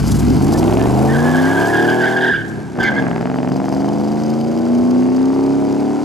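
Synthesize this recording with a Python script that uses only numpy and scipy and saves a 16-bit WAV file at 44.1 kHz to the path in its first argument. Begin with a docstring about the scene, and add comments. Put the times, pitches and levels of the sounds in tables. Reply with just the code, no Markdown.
"""Car pulling away down a street

From the kerb: a car with a loud eight-cylinder exhaust starts off, spins its tyres, shifts up and roars away.
Uneven firing clicks and turbulent gas ring pipe resonators, under sharp cracks and steady engine orders.
Wavering stick-slip tones make the tyre squeals, shaped noise the hiss, rattle, rumble and drive-line thumps;
house fronts return dull echoes. A small two-port microphone hears the bass earlier on the left.
"""
import sys
import numpy as np
from scipy import signal
from scipy.fft import rfft, irfft, next_fast_len
from scipy.io import wavfile

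SR = 44100
rng = np.random.default_rng(int(sys.argv[2]) if len(sys.argv) > 2 else 0)


def transcribe(signal):
    """Save signal, clipped to [-1, 1], as a 16-bit WAV file at the path in sys.argv[1]."""
    frames = np.atleast_2d(signal).T
    limited = np.clip(frames, -1, 1)
    pcm = np.round(limited * 32767).astype(np.int16)
    wavfile.write(sys.argv[1], SR, pcm)


def volts_from_db(level):
    """Convert decibel levels to linear amplitude ratios."""
    exponent = np.asarray(level, float) / 20
    return 10 ** exponent


N = 266364   # length [samples]

# Levels in these tables are relative, ahead of the trims in the functions.
# Crankshaft speed: (time [s], rate [four-stroke cycles per s])
CRANK_SPEED = [(0.0, 11.42), (0.2, 12.63), (0.7, 21.37), (1.3, 30.93), (2.0, 40.61), (2.22, 41.68),
               (2.28, 41.3), (2.36, 37.5), (2.45, 36.16), (2.62, 35.07), (3.0, 23.92), (3.17, 20.0),
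               (3.28, 23.23), (3.45, 22.51), (3.6, 24.43), (3.72, 24.36), (3.9, 25.79), (4.2, 27.24),
               (4.7, 30.05), (5.1, 32.0), (5.35, 33.82), (5.7, 34.95), (6.04, 36.82)]
FIRST_FIRING_CYCLES = 0.085
# Cycle rates between which the firing pattern changes over: (low, high) [cycles per s]
CHANGEOVER_PER_S = (24, 30)
# Pulse strength in firing order: one row at low revs, one at high revs, (eight cylinders [dB])
CYLINDER_DB = ((-39, -12, -6, 4.5, -8, -13.5, 1, -8.5), (-1.5, 6.5, -16.5, -4.5, -0.5, 0, 1, -23))
# Delays of the unequal manifold runners: (eight cylinders [ms])
RUNNER_DELAY_MS = (0.85, 0.43, 1.1, 0.106, 0.7, 1.28, 0.066, 1.14)
PIPE_ECHO_MS, PIPE_ECHO_DB = 3.4, -40

# Exhaust, load and distance together: (time [s], boom [dB], bark [dB], orders [dB])
EXHAUST_LEVELS = [(0, -18, -32.5, -26.5), (.1, -22, -30, -25.5), (.3, -8, -27, -24.5),
                  (.55, -12.5, -20, -27.5), (1.0, -13.5, -20, -27.5), (1.6, -5.5, -20, -33),
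                  (1.9, -13, -26, -29), (2.24, -30.5, -30.5, -32.5), (2.36, -36, -42, -31),
                  (2.62, -32, -39.5, -28), (2.75, -52, -41, -32.5), (2.79, -10.5, -24, -42),
                  (3.0, -13, -22.5, -33.5), (3.2, -16.5, -25, -36.5), (3.9, -9, -23, -34),
                  (4.5, -13.5, -30.5, -33.5), (4.9, -11.5, -28, -30), (5.4, -8, -26.5, -35.5),
                  (5.75, -11.5, -30, -31.5), (6.04, -16.5, -29, -34.5)]
# Combustion, roughest with the throttle shut: (time [s], turbulence against the pulses [dB])
TURBULENCE = [(0, 0), (.35, -3), (.9, -6), (2.27, -9), (2.32, 4), (2.74, 4), (2.78, -3), (3.0, -4),
              (3.3, -11), (6.04, -12)]
# Long pipe modes: (frequency [Hz], width [Hz], level [dB])
BOOM_MODES = [(141.7, 4.7, 2), (260.2, 20.3, -3), (345, 113, -1.5)]
# Short tailpipe modes: (frequency [Hz], width [Hz], level [dB])
BARK_MODES = [(587, 470, 33), (727, 106, 29.5), (833, 94, 8.5)]
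# Sharp cracks on the firing pulses, brightest early and just after the shift:
# (start [s], end [s], dull crack [dB], bright crack [dB])
CRACKS = [(0.63, 0.82, -42, -36), (2.77, 2.795, -31, -50), (2.89, 3.0, -27, -50), (3.026, 3.294, -27, -42),
          (3.297, 3.497, -29, -45), (3.498, 3.896, -32, -49), (3.9, 4.3, -38, -56), (4.3, 6.04, -43, -62),
          (5.0, 5.3, -39, -60)]
# Dull and bright crack: (frequency [Hz], width [Hz], factor on the cylinders' dB contrast, top [Hz])
CRACK_MODES = [(900, 1400, 1.5, 1750), (2700, 700, 6, 3300)]
CRACK_RISE_DB_PER_S, CRACK_FALL_DB_PER_S = 600, 120
CRACK_UNDER_BARK_DB = (-24, -36)   # least level of the dull and the bright crack, against the bark

# Engine orders, strong and weak: (multiples of the cycle rate)
ORDER_NUMBERS = (3, 4, 5, 6, 7, 8, 9, 10, 11, 12, 13, 16, 17, 19, 22, 24, 14, 15, 18, 20, 21, 23, 26, 28)
# Strength of each order: rows beside the car, half behind, straight behind, far down the street, (orders [dB])
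ORDER_DB = ((8, -7, 13, -27, -35, 10.5, -2, 5, 1.5, 8.2, -3.5, 9, -9, 0, 0.5, -6.5, -20, -4, 8, -25.5, -4, -24, -5, -0.5),
            (3, 3, 3.5, 6, 6.5, -18, 15, 5.5, 0.5, 8.5, -13, 3.5, 4.5, 7, 9.5, 5.5, -26, -3, -4, -12, -12, -5, -28, -7),
            (-6.5, -1.3, -2.5, 6.5, -28, 15, -2, -5, 11.5, 3, -21, 2.5, -6, 8, -1.5, -1, 2.5, -13, -7, 6, -4, -39, 1.5, -9),
            (-12.5, 3, -39, 11.5, 9, 13.5, 5, 4.5, 1, 1.3, -22, -4, -1, -21, -11, -6, 0.5, -2, 2.5, -14, 4.5, -1, -4, -9))
# Bearing: (tail starts to swing, is half turned, swings on, points at the microphone, recedes, is far) [s]
BEARING_S = (1.45, 1.8, 2.3, 2.9, 4.5, 5.4)
# How the pipe passes a steady order: (frequency [Hz], gain [dB])
PIPE_GAIN = [(35, -41), (60, -2.5), (90, -6.5), (120, -2), (150, 1), (180, -3.5), (210, -1), (240, 1.5),
             (270, 4), (300, -1), (340, 0.5), (380, -3), (430, -1), (520, -6), (700, 1), (1000, -11.5)]
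SHUT_DB_PER_ORDER = -1.5   # with the throttle shut the higher orders fade
ORDER_FADE_DB = 2.0   # spread of the slow fading at order 16, in proportion at the others

# Air and road noise: (time [s], hiss [dB], tailpipe rattle [dB], rumble [dB])
NOISE_LEVELS = [(0, -35, -35.5, -15), (.2, -32.5, -53, -33), (.3, -35, -39.5, -40), (.9, -33.5, -47.5, -23),
                (1.6, -32, -44, -60), (2.25, -37, -45.5, -77), (2.42, -43, -96, -58), (2.72, -45, -81, -55),
                (2.82, -42, -41, -47), (3.1, -41.5, -55, -64), (3.45, -45, -51, -67),
                (3.75, -41.5, -45.5, -66), (4.3, -41.5, -47, -68), (5.0, -41, -48, -75),
                (6.04, -40, -49.5, -84)]
# Hiss colour: (frequency [Hz], density [dB per Hz])
HISS_COLOUR = [(880, 0), (1500, 6), (1820, -4), (2110, 0.5), (2860, -5.5), (3280, -7.5), (6690, -7.5),
               (12300, -15), (15500, -26)]
# Rattle modes: (frequency [Hz], width [Hz], level [dB])
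RATTLE_MODES = [(2120, 100, -15), (3100, 160, 2), (4840, 590, 6), (5930, 560, -5), (11200, 890, -16)]
# Short puffs of hiss: (time [s], level above the steady noise [dB])
PUFFS = [(0.078, 9), (.12, 12), (0.163, 8), (.2, 8), (0.441, 6.5), (0.535, 9.5), (.59, 10), (1.68, 4),
         (2.491, 8)]
PUFF_S, PUFF_ABOVE_HZ = 0.014, 3700   # time from the peak to 1/e of the puff's dB; its lower edge

# Tyre squeal, bursts of wheelspin and chirps after the shift: (start [s], end [s], pitch [Hz], level [dB])
SQUEALS = [(0.544, 0.562, 1750, -33.5), (0.685, 0.703, 1870, -38), (0.797, 0.818, 1780, -30),
           (0.825, 0.85, 1840, -35), (1.094, 1.137, 1830, -24.5), (1.137, 1.17, 1585, -20),
           (1.187, 1.329, 1696, -23.5), (1.331, 1.543, 1645, -21), (1.551, 1.668, 1622, -20),
           (1.683, 1.732, 1700, -24.5), (1.736, 1.81, 1629, -15.5), (1.821, 1.855, 1688, -17.5),
           (1.88, 1.943, 1627, -15.5), (1.966, 2.005, 1667, -23.5), (2.01, 2.147, 1614, -16.5),
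           (2.168, 2.192, 1631, -15), (2.213, 2.303, 1612, -13.5), (2.317, 2.366, 1602, -13),
           (2.38, 2.419, 1563, -23.5), (2.808, 2.897, 1559, -14), (2.9, 2.928, 1552, -23),
           (2.965, 2.993, 1617, -20.5), (2.987, 2.994, 1590, -14.5)]
# Flares of the upper tone: (start [s], end [s], level [dB])
FLARES = [(2.044, 2.089, -34), (2.845, 2.885, -21), (2.963, 2.99, -27)]
GRAB_DB_PER_S, LET_GO_DB_PER_S, SQUEAL_WANDER_HZ = 1200, 1200, 12
FLARE_HZ, RASP_HZ = 2067, 2118
OTHER_PATCHES_DB, LOWER_TONE_DB, RASP_DB = -8.5, -20, -23   # against the main squeal
OVERTONE_BLUR_RAD = 1.4

# Thumps as the drive line unloads and bites, and over bumps in the road: (time [s], peak level [dB])
THUMPS = [(2.32, -21), (2.785, -13.5), (3.511, -18), (4.793, -20)]
THUMP_T60_S, THUMP_BAND_HZ = 0.25, (70, 404)

STREET_T60_S, STREET_DB, WALL_CORNER_HZ = 1.05, -18, 6400
ENGINE_INTO_STREET_DB = -6
# Place of the direct sound: (time [s], engine left over right [dB], tyres left over right [dB])
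PAN = [(0, -0.5, -2), (.6, -1, -2.5), (1.7, 0, -2), (3.0, -0.5, -2.5), (6.04, 0, -17)]
# Phase lead of the left port: (frequency [Hz], lead [radians])
LEFT_LEAD = [(20, 0.85), (260, 1.06), (600, 0.96), (1100, 0.52), (1900, 0.53), (4000, 0.14), (15000, .1)]
# Balance of the ports: (frequency [Hz], left over right [dB])
LEFT_LOUDER = [(60, 2.5), (180, 1.5), (550, 0.5), (1650, 0), (4970, 2), (15000, 0.5)]


def rms_one(x):
    """Scales to unit power."""
    return x / np.sqrt(np.mean(x ** 2) + 1e-20)


def in_time(rows):
    """One sample-rate curve per column after the time."""
    s, *columns = np.transpose(rows)
    return [np.interp(np.arange(N) / SR, s, column) for column in columns]


def at_hz(points, hz):
    """Reads a table on a log-frequency axis."""
    table_hz, values = np.transpose(points)
    return np.interp(np.log(hz + 1), np.log(table_hz), values)


def drift(rate_hz):
    """Slow chance with spread 1: white noise through two equal one-pole lowpasses."""
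    r = np.exp(-2 * np.pi * rate_hz / SR)
    noise = rng.standard_normal(N + SR)
    return rms_one(signal.lfilter([1], [1, -2 * r, r * r], noise)[SR:])   # a second to settle


def cut(x, hz, kind, order=2):
    """Butterworth filter."""
    return signal.sosfilt(signal.butter(order, hz, kind, fs=SR, output="sos"), x)


def resonances(x, modes):
    """Parallel resonators; all start in step, so a click keeps its front."""
    out = 0
    for hz, width_hz, level_db in modes:
        r = np.exp(-np.pi * width_hz / SR)
        poles = [1, -2 * r * np.cos(2 * np.pi * hz / SR), r * r]
        zeros = [(1 - r * r) / 2, 0, (r * r - 1) / 2]
        out = out + volts_from_db(level_db) * signal.lfilter(zeros, poles, x + 1e-18)
    return out


def bursts(start, end, level_db, rise_db_per_s, fall_db_per_s):
    """Level in dB of the loudest burst: each rises, holds and falls on straight slopes."""
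    t = np.arange(N)[:, None] / SR
    rise_db = rise_db_per_s * np.maximum(start - t, 0)
    fall_db = fall_db_per_s * np.maximum(t - end, 0)
    return np.max(level_db - rise_db - fall_db, axis=1)


def firings(cycles, high, steepness, spread_db, jitter_ms):
    """One click per firing; strong pulses shift to other cylinders and come earlier as revs rise."""
    firing = np.floor(8 * cycles + 0.3 * high).astype(int)
    at = np.flatnonzero(np.diff(firing, prepend=firing[0]))
    cylinder = firing[at] % 8
    low_db, high_db = np.array(CYLINDER_DB)[:, cylinder]
    level_db = steepness * ((1 - high[at]) * low_db + high[at] * high_db)
    top_db = np.interp(high[at], (0, 1), np.max(CYLINDER_DB, axis=1))
    level_db = level_db - (steepness - 1) * top_db   # steepening leaves the strongest pulse as it is
    late_ms = np.array(RUNNER_DELAY_MS)[cylinder] + jitter_ms * rng.random(N)[at]
    late = (late_ms * SR / 1000).astype(int)
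    clicks = np.zeros(N)
    clicks[np.minimum(at + late, N - 1)] = volts_from_db(level_db + spread_db * rng.standard_normal(N)[at])
    return clicks


def exhaust(cycles, per_s):
    """Firing pulses and gas turbulence ring the pipe; sharper resonances on the pulses crack."""
    boom_db, bark_db, _ = in_time(EXHAUST_LEVELS)
    turbulence_db, = in_time(TURBULENCE)
    high = np.interp(per_s, CHANGEOVER_PER_S, (0, 1))
    even = 1 / np.sqrt(per_s)   # faster firing alone adds no power
    pulses = even * firings(cycles, high, 1, spread_db=1.2, jitter_ms=0.15)
    lag = int(PIPE_ECHO_MS * SR / 1000)
    pulses[lag:] += volts_from_db(PIPE_ECHO_DB) * pulses[:-lag]   # each pulse returns from the open end
    turbulence = volts_from_db(turbulence_db) * rng.standard_normal(N)
    gas = (rms_one(pulses) + turbulence) / np.sqrt(1 + volts_from_db(2 * turbulence_db))
    boom = rms_one(cut(resonances(gas, BOOM_MODES), 600, "low", order=5))
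    bark = rms_one(cut(resonances(gas, BARK_MODES), 1050, "low", order=5))

    start, end, *rings_db = np.transpose(CRACKS)
    cracks = 0
    for mode, ring_db, under_db in zip(CRACK_MODES, rings_db, CRACK_UNDER_BARK_DB):
        hz, width_hz, steepness, top_hz = mode
        burst_db = bursts(start, end, ring_db, CRACK_RISE_DB_PER_S, CRACK_FALL_DB_PER_S)
        level_db = np.maximum(burst_db, bark_db + under_db)
        fronts = even * firings(cycles, high, steepness, spread_db=1.5, jitter_ms=0.4)
        ring = cut(resonances(fronts, [(hz, width_hz, 0)]), top_hz, "low", order=3)
        cracks = cracks + volts_from_db(level_db) * rms_one(ring)
    return volts_from_db(boom_db - 7.5) * boom + volts_from_db(bark_db + 3.5) * bark + cracks


def orders(cycles, per_s):
    """Engine orders from 3 to 28, in step with the firing pattern, coloured by the pipe, turned by a boom mode."""
    pattern = np.angle(np.fft.fft(volts_from_db(np.mean(CYLINDER_DB, axis=0))))
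    orders_db = in_time(EXHAUST_LEVELS)[2]
    turbulence_db, = in_time(TURBULENCE)
    blur = 0.6 * volts_from_db(turbulence_db)
    shut = np.clip(turbulence_db / np.max(TURBULENCE, axis=0)[1], 0, 1)
    bearing = np.interp(np.arange(N) / SR, BEARING_S, (0, 1, 1, 2, 2, 3))   # row of ORDER_DB
    mode_hz, width_hz, _ = BOOM_MODES[1]   # the middle boom mode, near 260 Hz
    out = 0
    for k, strength_db in zip(ORDER_NUMBERS, np.transpose(ORDER_DB)):
        order_hz = k * per_s
        level_db = np.interp(bearing, np.arange(len(strength_db)), strength_db) + at_hz(PIPE_GAIN, order_hz)
        level_db = level_db + SHUT_DB_PER_ORDER * (k - ORDER_NUMBERS[0]) * shut
        level_db = level_db + ORDER_FADE_DB * k / 16 * drift(5.4)
        turn = np.arctan(2 * (mode_hz - order_hz) / width_hz)
        turn = turn + blur * np.sqrt(k / 8) * drift(66)
        out = out + volts_from_db(level_db) * np.cos(2 * np.pi * k * cycles + pattern[k % 8] + turn)
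    return np.sqrt(2) * volts_from_db(orders_db) * out


def road_and_air(cycles):
    """Hiss and tailpipe rattle swell at points of the engine cycle; slow rumble lies below."""
    hiss_db, rattle_db, rumble_db = in_time(NOISE_LEVELS)
    white = rng.standard_normal((3, N))
    coloured = irfft(rfft(white) * volts_from_db(at_hz(HISS_COLOUR, np.fft.rfftfreq(N, 1 / SR))), N)
    near = np.interp(np.arange(N) / SR, (1.8, 3.0), (1, 0.3))   # distance takes the top off
    coloured = near * coloured + (1 - near) * cut(coloured, 9900, "low")
    hiss_swell = volts_from_db(1.7 * np.cos(2 * np.pi * 3 * cycles) + 1.8 * drift(140))
    hiss = rms_one(coloured[0] + 0.27 * coloured[1:]) * hiss_swell   # one shared noise, one for each side
    shake = volts_from_db(2.9 * np.cos(2 * np.pi * (cycles - 0.6)) + 5.4 * drift(180))
    rattle = rms_one(resonances(rng.standard_normal(N) * shake, RATTLE_MODES))
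    rumble = rms_one(cut(rng.standard_normal(N), [18, 55], "band"))
    air = volts_from_db(hiss_db + 2.5) * hiss + volts_from_db(rattle_db + 4.0) * rattle

    at, puff_db = np.transpose(PUFFS)
    from_peak = (np.arange(N)[:, None] / SR - at) / PUFF_S
    puff = volts_from_db(np.sum(puff_db * np.exp(-from_peak ** 2), axis=1))
    return air + (puff - 1) * cut(air, PUFF_ABOVE_HZ, "high") + volts_from_db(rumble_db) * rumble


def stick_slip(hz, wander, second_db, third_db):
    """Tread blocks stick and slip: a wavering, grainy tone with overtones that sinks in gaps."""
    wavering_hz = hz * (1 + wander * (drift(40.35) + 0.705 * drift(250.4)))
    phase = 2 * np.pi * np.cumsum(wavering_hz) / SR
    grip = 0.13 + 1 / (1 + np.exp(-3.0 * (drift(28) + 1.4)))
    loose = OVERTONE_BLUR_RAD * drift(100)
    overtones = volts_from_db(second_db) * np.sin(2 * phase + loose) + volts_from_db(third_db) * np.sin(3 * phase + loose)
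    grain = volts_from_db(2.0 * drift(79))
    return rms_one(grip * grain * (np.sin(phase) + overtones))


def tyres():
    """Tread patches squeal near one pitch, the main one new at each grab, with a weak lower tone and upper flares."""
    start, end, pitch_hz, burst_db = np.transpose(SQUEALS)
    # each pitch is set 5 ms before its burst
    burst = np.maximum(np.searchsorted(start - 0.005, np.arange(N) / SR) - 1, 0)
    hz = pitch_hz[burst] + SQUEAL_WANDER_HZ * drift(12.17)
    level_db = bursts(start, end, burst_db, GRAB_DB_PER_S, LET_GO_DB_PER_S)
    flare_db = bursts(*np.transpose(FLARES), GRAB_DB_PER_S, LET_GO_DB_PER_S)
    squeal = stick_slip(hz, 0.02, -24.5, -32.5)
    others = stick_slip(1560, 0.04, -10.5, -54) + stick_slip(1690, 0.04, -14, -51)
    lower = stick_slip(0.73 * FLARE_HZ, 0.0244, -26, -40)
    rasp = stick_slip(RASP_HZ, 0.045, -21, -40)
    squeal = squeal + volts_from_db(OTHER_PATCHES_DB) * others + volts_from_db(LOWER_TONE_DB) * lower + volts_from_db(RASP_DB) * rasp
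    flare = stick_slip(FLARE_HZ, 0.016, -24, -27)
    flare = flare + volts_from_db(-4.0) * stick_slip(1.04 * FLARE_HZ, 0.033, -16, -26.0)
    return volts_from_db(level_db) * squeal + volts_from_db(flare_db) * flare


def thumps():
    """Each thump is low noise that dies away fast."""
    at, peak_db = np.transpose(THUMPS)
    level_db = bursts(at, at, peak_db, 3000, 60 / THUMP_T60_S)
    return volts_from_db(level_db) * rms_one(cut(rng.standard_normal(N), THUMP_BAND_HZ, "band", order=3))


def street(x):
    """Dull echoes from house fronts: six looping paths for each side, duller at every return."""
    size = next_fast_len(N + 2 * SR)
    hz = np.fft.rfftfreq(size, 1 / SR)
    lags_s = rng.uniform(0.027, 0.09, (2, 6, 1))
    wall = 1 / (1 + 1j * hz / WALL_CORNER_HZ)
    loop = volts_from_db(-60 * lags_s / STREET_T60_S) * np.exp(-2j * np.pi * hz * lags_s) * wall
    return irfft(rfft(x, size) * (loop / (1 - loop)).sum(axis=1), size)[:, :N]


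def scene():
    """Engine, tyres and noise, panned, with the street around them."""
    per_s, = in_time(CRANK_SPEED)
    cycles = np.cumsum(per_s) / SR - FIRST_FIRING_CYCLES
    engine = exhaust(cycles, per_s) + orders(cycles, per_s) + thumps()
    air = road_and_air(cycles)
    squeal = tyres()
    engine_pan, tyre_pan = (volts_from_db(np.outer([0.5, -0.5], pan_db)) for pan_db in in_time(PAN))
    into_street = volts_from_db(ENGINE_INTO_STREET_DB) * cut(engine, 140, "high") + squeal
    echoes = volts_from_db(STREET_DB) * street(into_street)
    return engine * engine_pan + squeal * tyre_pan + air + echoes


def top_cut(x):
    """Nothing passes above the cut-off."""
    return signal.sosfilt(signal.butter(12, 15690, fs=SR, output="sos"), x)


def record(dry):
    """The two ports shift the bass in phase against each other; peaks are rounded."""
    hz = np.fft.rfftfreq(N, 1 / SR)
    lead = np.exp(0.5j * np.outer([1, -1], at_hz(LEFT_LEAD, hz)))
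    louder = volts_from_db(np.outer([0.5, -0.5], at_hz(LEFT_LOUDER, hz)))
    ports = irfft(rfft(dry) * louder * lead, N) * volts_from_db(2.5)
    rounded = 0.76 * np.tanh(ports / 1.33)
    mix = cut(cut(rounded, 15500, "low", order=6), 49, "high")
    return top_cut(mix)


dry = scene()
out = record(dry)
transcribe(out)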